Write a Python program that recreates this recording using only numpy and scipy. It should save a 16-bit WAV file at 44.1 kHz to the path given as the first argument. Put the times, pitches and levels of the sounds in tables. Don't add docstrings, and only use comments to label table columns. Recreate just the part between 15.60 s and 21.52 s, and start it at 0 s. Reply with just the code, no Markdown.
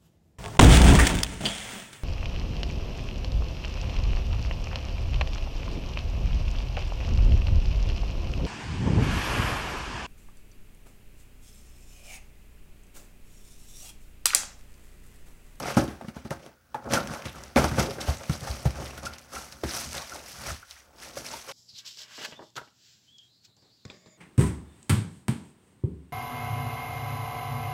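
import sys
import numpy as np
from scipy import signal
from scipy.fft import rfft, irfft
from scipy.io import wavfile
from scipy.ndimage import uniform_filter1d

SR = 44100
rng = np.random.default_rng(int(sys.argv[2]) if len(sys.argv) > 2 else 0)


def master_out(mix):
    frames = np.transpose(np.atleast_2d(mix))
    ceiling = np.clip(frames, -1, 1)
    pcm = np.round(ceiling * 32767).astype(np.int16)
    wavfile.write(sys.argv[1], SR, pcm)


N = 261188


def gain_of(db):
    return 10 ** (np.asarray(db) / 20)


def unit_rms(x):
    return x / np.sqrt(np.mean(x ** 2) + 1e-20)


def unit_peak(x):
    return x / abs(x).max()


def steadied(x, window_s):
    power = uniform_filter1d(x ** 2, int(window_s * SR))
    return x / np.sqrt(abs(power) + 1e-20)


def curve_at(points, hz):
    freq_hz, value = np.transpose(points)
    return np.interp(np.log(hz + 1), np.log(freq_hz + 1), value)


def add(mix, start_s, sound):
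    part = mix[round(start_s * SR):][:len(sound)]
    part += sound[:len(part)]


def colour(x, spectrum):
    hz = abs(np.fft.fftfreq(8192, 1 / SR))
    log_gain = np.log(gain_of(curve_at(spectrum, hz)))
    phase = -signal.hilbert(log_gain).imag
    taps = np.fft.ifft(np.exp(log_gain + 1j * phase)).real[:4096]
    return signal.oaconvolve(x, taps)[:len(x)]


def resonance(x, hz, width_hz):
    return signal.lfilter(*signal.iirpeak(hz, hz / width_hz, SR), x)


def clumps(per_s, depth_db):
    drift = uniform_filter1d(rng.standard_normal(N), int(SR / per_s))
    return gain_of(depth_db * unit_rms(drift))


def clicks(per_s, spread_db):
    fires = rng.random(N) < per_s / SR
    sign = np.sign(rng.standard_normal(N))
    size = np.minimum(rng.exponential(1, N), 4)
    return fires * sign * gain_of(spread_db * size)


def gesture_powers(gestures, db):
    peak_s, rise_ms, fall_ms = np.array(gestures).T[:3, :, None]
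    late_ms = np.arange(N * 1000 // SR + 2) - 1000 * peak_s
    drop_db = 20 * np.maximum(-late_ms / rise_ms, late_ms / fall_ms)
    return gain_of(db[:, None] - drop_db) ** 2


def ms_to_samples(curve):
    return np.interp(np.arange(N) / SR * 1000, np.arange(len(curve)), curve)


def gesture_gain(gestures, db, lag_ms=0.1):
    pole = np.exp(-1 / lag_ms)
    power = signal.lfilter([1 - pole], [1, -pole], gesture_powers(gestures, db).sum(0))
    return ms_to_samples(np.sqrt(power))


def gesture_pitch(gestures, db, hz):
    power = gesture_powers(gestures, db) + 1e-30
    return ms_to_samples(np.exp(np.log(hz) @ power / power.sum(0)))


# freq_hz, relative_db
PAPER_AT_MIC = [(350, -27), (600, -6.5), (1100, -3.5), (2200, -0.5), (3100, -3.5), (3900, -6.5), (5000, -5),
                (5900, -3), (6600, -6.5), (7400, -10), (8200, -6.5), (9200, -9), (10700, -7.5),
                (14900, -16), (16000, -21)]
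# peak_s, rise_ms, fall_ms, strips_db, sheets_offset_db
PAPER_STIRS = [(0, 722.0, 150, -46.5, 0.5), (0.091, 140, 170, -42.5, 3.5), (0.173, 10, 97, -36.5, -0.5),
               (0.493, 243.0, 70.0, -62.5, 1), (0.566, 39, 95, -58.5, 5), (0.673, 80.0, 24.0, -60, 2.5),
               (0.71, 9.4, 70, -48.5, 0), (0.855, 223.0, 114, -62, 3), (1.148, 7.1, 37, -60, 4),
               (1.245, 55.0, 63.0, -67, 7), (1.311, 20, 67, -42.5, 2), (1.337, 9.2, 51, -28, 0),
               (1.363, 16.0, 110, -41.5, 4.0), (1.478, 350.0, 234.0, -56, -0.5), (1.534, 76, 150, -47.5, 1),
               (1.66, 30, 89, -47.5, 6.5), (1.77, 120, 210, -55.5, 2), (1.85, 130, 230, -58, 0.5),
               (1.97, 11, 104, -30.5, 1.0), (2.038, 9.5, 200, -40.5, 1), (2.194, 45, 110, -33.5, 1.0),
               (2.306, 23.0, 147.0, -47.0, 0.0), (2.411, 12, 62, -38.5, -0.5),
               (2.479, 42, 180.0, -41.0, -1.0), (2.64, 80, 91, -52, 2), (2.735, 86, 81, -43.0, -1.5),
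               (2.88, 180, 310, -44, -1.5), (3.062, 57, 116, -51.5, -0.0), (3.259, 330, 260, -49, 1),
               (3.38, 26, 39.0, -49, 1.5), (3.463, 37, 36, -40.5, -1.5), (3.537, 58.0, 62, -52.0, 3),
               (3.58, 8.3, 270, -57.5, -1.5), (3.747, 49.0, 250, -43, -4), (3.924, 8.1, 31, -48, -1.0),
               (4.038, 5.8, 40, -45, 3.0), (4.093, 44, 71, -40.0, -0.5), (4.156, 120, 220, -37.0, -4.5),
               (4.215, 126.0, 99, -42.5, -1), (4.363, 91, 143, -40, 0), (4.535, 230, 290, -48, -2.5),
               (4.69, 102, 410, -47.5, -4), (4.894, 170, 115, -41.0, -0.5), (5.112, 66, 135, -53, -1.5),
               (5.178, 51.0, 116, -58.5, 1.0), (5.433, 78, 220, -48, -1.0), (5.577, 30, 88.0, -42, -4.5),
               (5.66, 21, 97, -42.0, -4.0), (5.744, 180, 170, -44.5, -2.5), (5.8, 30, 53, -49, -5),
               (5.897, 77, 300, -46, 0.5)]


def paper_rustle():
    buckles = clicks(per_s=6000, spread_db=4.5)
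    patch = rng.integers(0, 24, N)
    bunches = [clumps(per_s=54, depth_db=3) for _ in range(6)]
    crackle, t = np.zeros(N), np.arange(200) / SR
    for k, hz in enumerate(np.geomspace(700, 15000, num=24)):
        grain = np.exp(-t * hz / 2.75) * np.sin(2 * np.pi * hz * t)
        grain *= np.sqrt(hz) / np.linalg.norm(grain)
        crackle += signal.oaconvolve(buckles * (patch == k) * bunches[k // 4], grain)[:N]
    rustle = unit_rms(crackle) + 1.28 * rng.standard_normal(N)
    rustle = colour(rustle * clumps(per_s=68, depth_db=1.5), PAPER_AT_MIC)
    spectrum = rfft(steadied(rustle, window_s=0.042))
    hz = np.fft.rfftfreq(N, 1 / SR)
    low = 1 / (1 + (hz / 4000) ** 8)
    high = 1 - 1 / (1 + (hz / 7500) ** 8)
    sheets, strips, edges = (unit_rms(irfft(spectrum * band, N)) for band in (low, 1 - low - high, high))
    strips_db, sheets_offset_db = np.transpose(PAPER_STIRS)[3:]
    strips_gain = gesture_gain(PAPER_STIRS, strips_db)
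    sheets_gain = gesture_gain(PAPER_STIRS, strips_db + sheets_offset_db + 0.5)
    return strips_gain * (strips + gain_of(-6.5) * edges) + sheets_gain * sheets


# pitch_hz, width_hz, relative_db
BOX_MODES = [(49.4, 34, -9), (68.8, 30, 3.5), (88, 31, 2.5), (108, 45, 1), (140, 31.4, 2), (204, 30, -0.5),
             (239, 30, 4.5), (330, 77, 5.5), (415, 54, 6.5), (540, 67, 8.5), (690, 143, 4.5), (748, 62, 8),
             (876, 140, -1), (1100, 210, 1), (1270, 197, 4), (1430, 175, 5), (1594, 216, 1),
             (1930, 330, -6.5), (2430, 89, -12)]


def box_ring(drive, centre_hz, octaves, blow=False):
    out = np.zeros(len(drive))
    for k, (hz, width_hz, db) in enumerate(BOX_MODES):
        sign = 1 if blow else (-1) ** k
        nearness = np.exp(-0.5 * (np.log2(hz / centre_hz) / octaves) ** 2)
        out += sign * gain_of(db) * nearness * resonance(drive, hz, width_hz)
    return out


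# peak_s, rise_ms, fall_ms, scrape_db, scrape_hz, rock_db, rock_hz, sway_db
BOX_SHOVES = [(0.022, 582.0, 342.0, -34.5, 765, -36.5, 156.0, -49),
              (0.098, 130, 43, -28, 900, -44.0, 171.0, -51),
              (0.171, 2.9, 90, -18.5, 740, -15.5, 179, -30.0),
              (0.279, 7.0, 88, -46, 650.0, -41.5, 188.4, -41),
              (0.412, 4.0, 49, -45.5, 770.0, -40, 166, -53), (0.485, 7.0, 27.0, -45, 755, -40, 191, -47.0),
              (0.569, 27, 49.0, -44.5, 650.0, -46, 186, -51.0),
              (0.654, 7.5, 18.0, -43, 720.0, -32.5, 167.0, -46),
              (0.71, 6.2, 39, -28.5, 784, -31.5, 150, -53),
              (0.773, 562.0, 11.0, -56, 800.0, -52.0, 166.0, -54),
              (0.865, 250, 99, -48, 600.0, -51.5, 161, -81),
              (1.146, 2.53, 66, -32.5, 870, -39.5, 134.0, -58),
              (1.265, 21, 55, -32.5, 606, -33, 142.0, -41), (1.319, 25, 156, -29, 925, -25.5, 150.0, -47),
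              (1.363, 100, 73, -23.5, 850, -60.0, 182.0, -72.0),
              (1.52, 290, 29, -38, 960, -36.5, 158.0, -44),
              (1.541, 45.0, 175, -34.5, 885, -44, 172.0, -59.0),
              (1.668, 46.0, 48, -47, 760.0, -36.5, 142, -46), (1.755, 44, 337.0, -44, 960, -48, 162, -46.5),
              (1.964, 4.1, 110, -15.5, 610.0, -17.5, 172, -25),
              (2.045, 28.0, 82, -31, 880.0, -29, 150, -30), (2.117, 8.0, 130, -33, 865, -27.5, 140.0, -40),
              (2.182, 12, 110, -22.5, 780, -20.5, 151, -33),
              (2.294, 71, 44, -31.5, 584, -38.0, 156.0, -76.0),
              (2.4, 99, 200, -36.5, 830.0, -38.5, 146, -48.0), (2.482, 14, 70, -28.5, 760.0, -26, 116, -43),
              (2.607, 26, 230.0, -42, 754, -47, 143.0, -77),
              (2.697, 4.0, 38, -40, 830.0, -22.5, 123, -26.5),
              (2.74, 24, 60.0, -37.5, 890.0, -47, 152, -63.0),
              (2.829, 47, 880, -41.5, 730, -42.5, 128, -47),
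              (2.902, 10.0, 52.0, -48.0, 860.0, -47, 108.0, -33),
              (3.055, 2.9, 21, -24.5, 614, -14.5, 126, -17),
              (3.186, 71.0, 290, -38, 650.0, -41.5, 138, -42.0),
              (3.379, 54.0, 71.0, -47, 980.0, -45.0, 141.0, -47),
              (3.429, 4.6, 150, -38.5, 850, -41.5, 142.0, -41.5),
              (3.455, 4.0, 370, -52, 1290, -67.0, 148, -63), (3.748, 53, 204, -39.5, 970, -46, 181, -49),
              (3.92, 6.5, 610, -54.5, 1010, -54.5, 148, -59), (4.035, 4.0, 55, -37, 680.0, -27, 167, -31.5),
              (4.152, 93, 170, -36, 980, -43.5, 155, -51),
              (4.251, 39, 160, -72.0, 970.0, -42.5, 141, -42.5),
              (4.357, 50.0, 120, -36.5, 920, -43.5, 131.0, -51),
              (4.415, 130, 44, -41, 1060.0, -78.0, 189.0, -81.0),
              (4.535, 76, 220, -42.5, 835, -50, 196, -53),
              (4.658, 17.0, 330, -52.0, 730.0, -63, 164.5, -68),
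              (4.904, 160, 47, -34.5, 1070.0, -36.5, 111, -39.5),
              (5.028, 5.9, 17.3, -47, 1255, -62, 123, -92),
              (5.112, 92.0, 160, -66, 1200.0, -95.0, 128.0, -81.5),
              (5.492, 330, 160, -48.0, 730, -56, 174.0, -57.5),
              (5.57, 39.0, 180, -47.5, 680.0, -44.5, 169, -58),
              (5.741, 260, 85.0, -41.5, 860, -50, 168.0, -59),
              (5.9, 100, 142.0, -42.5, 760.0, -55, 149.0, -65.0)]


def flap_scrape():
    db, hz = np.transpose(BOX_SHOVES)[3:5]
    slips = unit_rms(clicks(per_s=1500, spread_db=4)) + 0.98 * rng.standard_normal(N)
    slips *= clumps(per_s=77, depth_db=6)
    walls = box_ring(slips, gesture_pitch(BOX_SHOVES, db, hz), octaves=0.9)
    return steadied(walls, window_s=0.019) * gesture_gain(BOX_SHOVES, db - 2.5)


def box_rumble():
    rock_db, rock_hz, sway_db = np.transpose(BOX_SHOVES)[5:]
    rock = box_ring(rng.standard_normal(N), gesture_pitch(BOX_SHOVES, rock_db, rock_hz), octaves=0.61)
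    sway = box_ring(rng.standard_normal(N), centre_hz=55.2, octaves=0.47)
    rock = steadied(rock, window_s=0.05) * gesture_gain(BOX_SHOVES, rock_db - 2.5, lag_ms=4)
    sway = steadied(sway, window_s=0.081) * gesture_gain(BOX_SHOVES, sway_db + 0.5, lag_ms=11)
    return rock + sway


# start_s, peak_db, centre_hz
PAPER_SNAPS = [(.069, -31, 3010), (0.1693, -23, 2820), (0.279, -33, 3190), (0.485, -36, 2640),
               (.7071, -23.5, 2430), (.8634, -37, 3190), (1.1448, -35.5, 4330), (1.3234, -14.5, 4960),
               (1.336, -7, 5200), (1.4734, -23, 5340), (1.537, -28, 3550), (1.6223, -28.5, 2500),
               (1.6553, -28, 2650), (1.8366, -29, 5460), (1.9609, -14, 2950), (2.0436, -14.5, 4500),
               (2.1829, -33, 2660), (2.1979, -20, 6130), (2.308, -36, 5680), (2.407, -29, 5540),
               (2.4773, -34, 3110), (2.571, -33, 6370), (2.697, -27, 6060), (2.871, -34, 5700),
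               (3.058, -41, 4480), (3.107, -27.5, 5650), (3.157, -33.5, 2490), (3.259, -28.5, 4070),
               (3.3773, -31.5, 3040), (3.4326, -32, 5340), (3.454, -28, 6350), (3.5362, -34, 4300),
               (3.584, -30, 5500), (3.7334, -34, 5950), (3.9245, -36, 3450), (4.0374, -26.5, 3100),
               (4.0811, -40, 4780), (4.1367, -22, 6200), (4.2901, -34, 6140), (4.3308, -20, 5760),
               (4.496, -27, 5990), (4.561, -29, 4650), (4.683, -36.5, 5980), (4.869, -24.5, 5760),
               (5.11, -28, 5300), (5.401, -34, 4690), (5.4352, -30, 7540), (5.557, -33, 5900),
               (5.5776, -27, 5450), (5.648, -32, 5860), (5.666, -22.5, 5930), (5.8884, -34, 2510)]


def paper_snaps(tick_t60_s=0.0038, spray_t60_s=0.035, spray_db=-15):
    out, t = np.zeros(N), np.arange(SR // 10) / SR
    envelope = gain_of(-60 * t / tick_t60_s) + gain_of(spray_db - 60 * t / spray_t60_s)
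    for start_s, peak_db, hz in PAPER_SNAPS:
        burst = rng.standard_normal(len(t)) * envelope
        snap = colour(resonance(burst, hz, width_hz=0.36 * hz) + 0.37 * burst, PAPER_AT_MIC)
        add(out, start_s, gain_of(peak_db) * unit_peak(snap))
    return out


# start_s, ring_peak_db, pitch_hz, decay_s, crack_offset_db
BOX_KNOCKS = [(.168, -9.5, 194, 0.16, -13), (.283, -26, 196, 0.58, -21), (.411, -31, 717, 0.12, -7.5),
              (.445, -33.5, 187, 0.063, -6), (.482, -26.5, 192, .19, -26), (0.565, -28.5, 193, 0.15, -11.5),
              (.65, -30, 187, 0.17, -8.5), (.708, -29, 145, 0.25, 3), (.863, -36.5, 537, 0.16, -29),
              (1.145, -25, 891, 0.15, -6), (1.256, -32.5, 140, 0.2, -7), (1.333, -22, 133, 0.44, 2.5),
              (1.506, -27, 140, .3, -25), (1.655, -28, 123, 0.4, -5), (1.96, -11.5, 236, 0.38, 0.5),
              (2.04, -18, 196, 0.14, 2.5), (2.115, -22, 130, 0.16, -18), (2.181, -18.5, 112, 0.25, -0.5),
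              (2.306, -34.5, 128, 0.18, -0.5), (2.383, -26.5, 417, .2, -3.5),
              (2.479, -15.5, 71.6, 0.22, -13.5), (2.695, -15, 151, 0.13, -17), (2.823, -31, 122, .18, -10),
              (2.873, -31, 800, 0.063, 1), (2.896, -25, 59.6, .14, -17), (3.054, -10.5, 116, 0.095, -17.5),
              (3.157, -32, 61.9, 0.08, -2.5), (3.201, -30.5, 137, 0.096, -4.5),
              (3.225, -32, 308, 0.17, -12), (3.428, -40.5, 72, .11, 1.5), (3.736, -38, 547, 0.16, 4),
              (4.035, -18.5, 490, 0.15, -6), (4.912, -31, 75, .2, -12), (4.042, -29, 140, .2, -15),
              (4.556, -32, 805, 0.15, -6), (5.569, -30, 595, 0.099, -2.5), (5.887, -40.5, 415, 0.31, 5.5)]


def box_knocks(push_rise_cycles=0.56, puff_db=-21):
    out, t = np.zeros(N), np.arange(SR // 3) / SR
    for start_s, db, hz, decay_s, crack_db in BOX_KNOCKS:
        rattle, grit, hiss = rng.standard_normal((3, len(t)))
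        fall = gain_of(-60 * t / decay_s)
        rise = t * hz / push_rise_cycles
        push = rise * np.exp(1 - rise) * np.sin(2 * np.pi * hz * t)
        octaves = 1 - 0.05 * db
        ring = box_ring(push + 0.33 * rattle * fall, hz, octaves, blow=True) * np.sqrt(fall)
        crack = box_ring(grit * fall ** 2.4, centre_hz=850, octaves=1)
        puff = colour(hiss * fall, PAPER_AT_MIC)
        knock = unit_peak(ring) + gain_of(crack_db) * unit_peak(crack) + gain_of(puff_db) * unit_peak(puff)
        add(out, start_s, gain_of(db) * knock)
    return out


# start_s, peak_db, pitch_hz, length_s
FLAP_CREAKS = [(1.146, -23, 866, 0.011), (1.373, -19, 1270, 0.0078), (2.286, -32, 413, 0.024),
               (2.604, -41.5, 540, 0.034), (2.869, -36, 790, 0.016), (3.209, -41, 540, 0.018),
               (3.378, -39, 1490, 0.012), (3.455, -42, 1550, 0.012), (3.465, -28, 1430, 0.014),
               (3.724, -42.5, 1320, 0.038), (3.766, -31, 1386, 0.012), (4.422, -38, 1100, 0.013),
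               (4.518, -35.5, 1430, 0.02), (5.027, -41, 1426, 0.013), (5.571, -29, 565, 0.0069),
               (5.737, -31, 923, 0.01)]


def flap_creaks():
    out, t = np.zeros(N), np.arange(SR // 10) / SR
    for start_s, peak_db, hz, length_s in FLAP_CREAKS:
        wobble = uniform_filter1d(rng.standard_normal(len(t)), 60)
        tone = np.sin(2 * np.pi * hz * np.cumsum(1 + 0.46 * wobble) / SR)
        rise = 4 * t / length_s
        add(out, start_s, gain_of(peak_db) * rise * np.exp(1 - rise) * tone)
    return out


# freq_hz, t60_s
ROOM_DECAY = [(100, 0.31), (500, 0.3), (2000, 0.28), (6000, 0.033), (15000, 0.29)]


def room_echo(x):
    taps = np.zeros(SR // 2)
    slots = np.arange(150, len(taps) - 20, 20)
    taps[slots + rng.integers(0, 20, len(slots))] = rng.choice([-1., 1.], len(slots))
    hz, t, bands = signal.stft(taps, SR, nperseg=256)
    decay = gain_of(-60 * t / curve_at(ROOM_DECAY, hz)[:, None])
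    tail = signal.istft(bands * decay, SR, nperseg=256)[1]
    return signal.fftconvolve(x, tail / np.linalg.norm(tail))[:N]


# freq_hz, relative_db
ROOM_TONE_SPECTRUM = [(15, -41), (25, -4), (68, 4), (108, -10), (206, -28), (354, -23), (394, -27),
                      (560, -14), (624, -53.5), (1190, -17.5), (1440, -6), (1740, -19.5), (2690, -25.5),
                      (14000, -30), (16000, -18)]


def room_tone(level_db=-62.5):
    return gain_of(level_db) * unit_rms(colour(rng.standard_normal(N), ROOM_TONE_SPECTRUM))


def scene():
    near = paper_rustle() + flap_scrape() + box_rumble() + box_knocks() + flap_creaks() + paper_snaps()
    return (near + gain_of(-12.5) * room_echo(near) + room_tone())[None]


def record(dry):
    low_cut_hz, high_cut_hz = 45, 15900
    thinned = signal.lfilter(*signal.butter(2, low_cut_hz, "high", fs=SR), dry)
    band_limit = signal.firwin(511, high_cut_hz, window=("kaiser", 9), fs=SR)
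    return signal.oaconvolve(thinned, band_limit[None], "same")


dry = scene()
out = record(dry)
master_out(out)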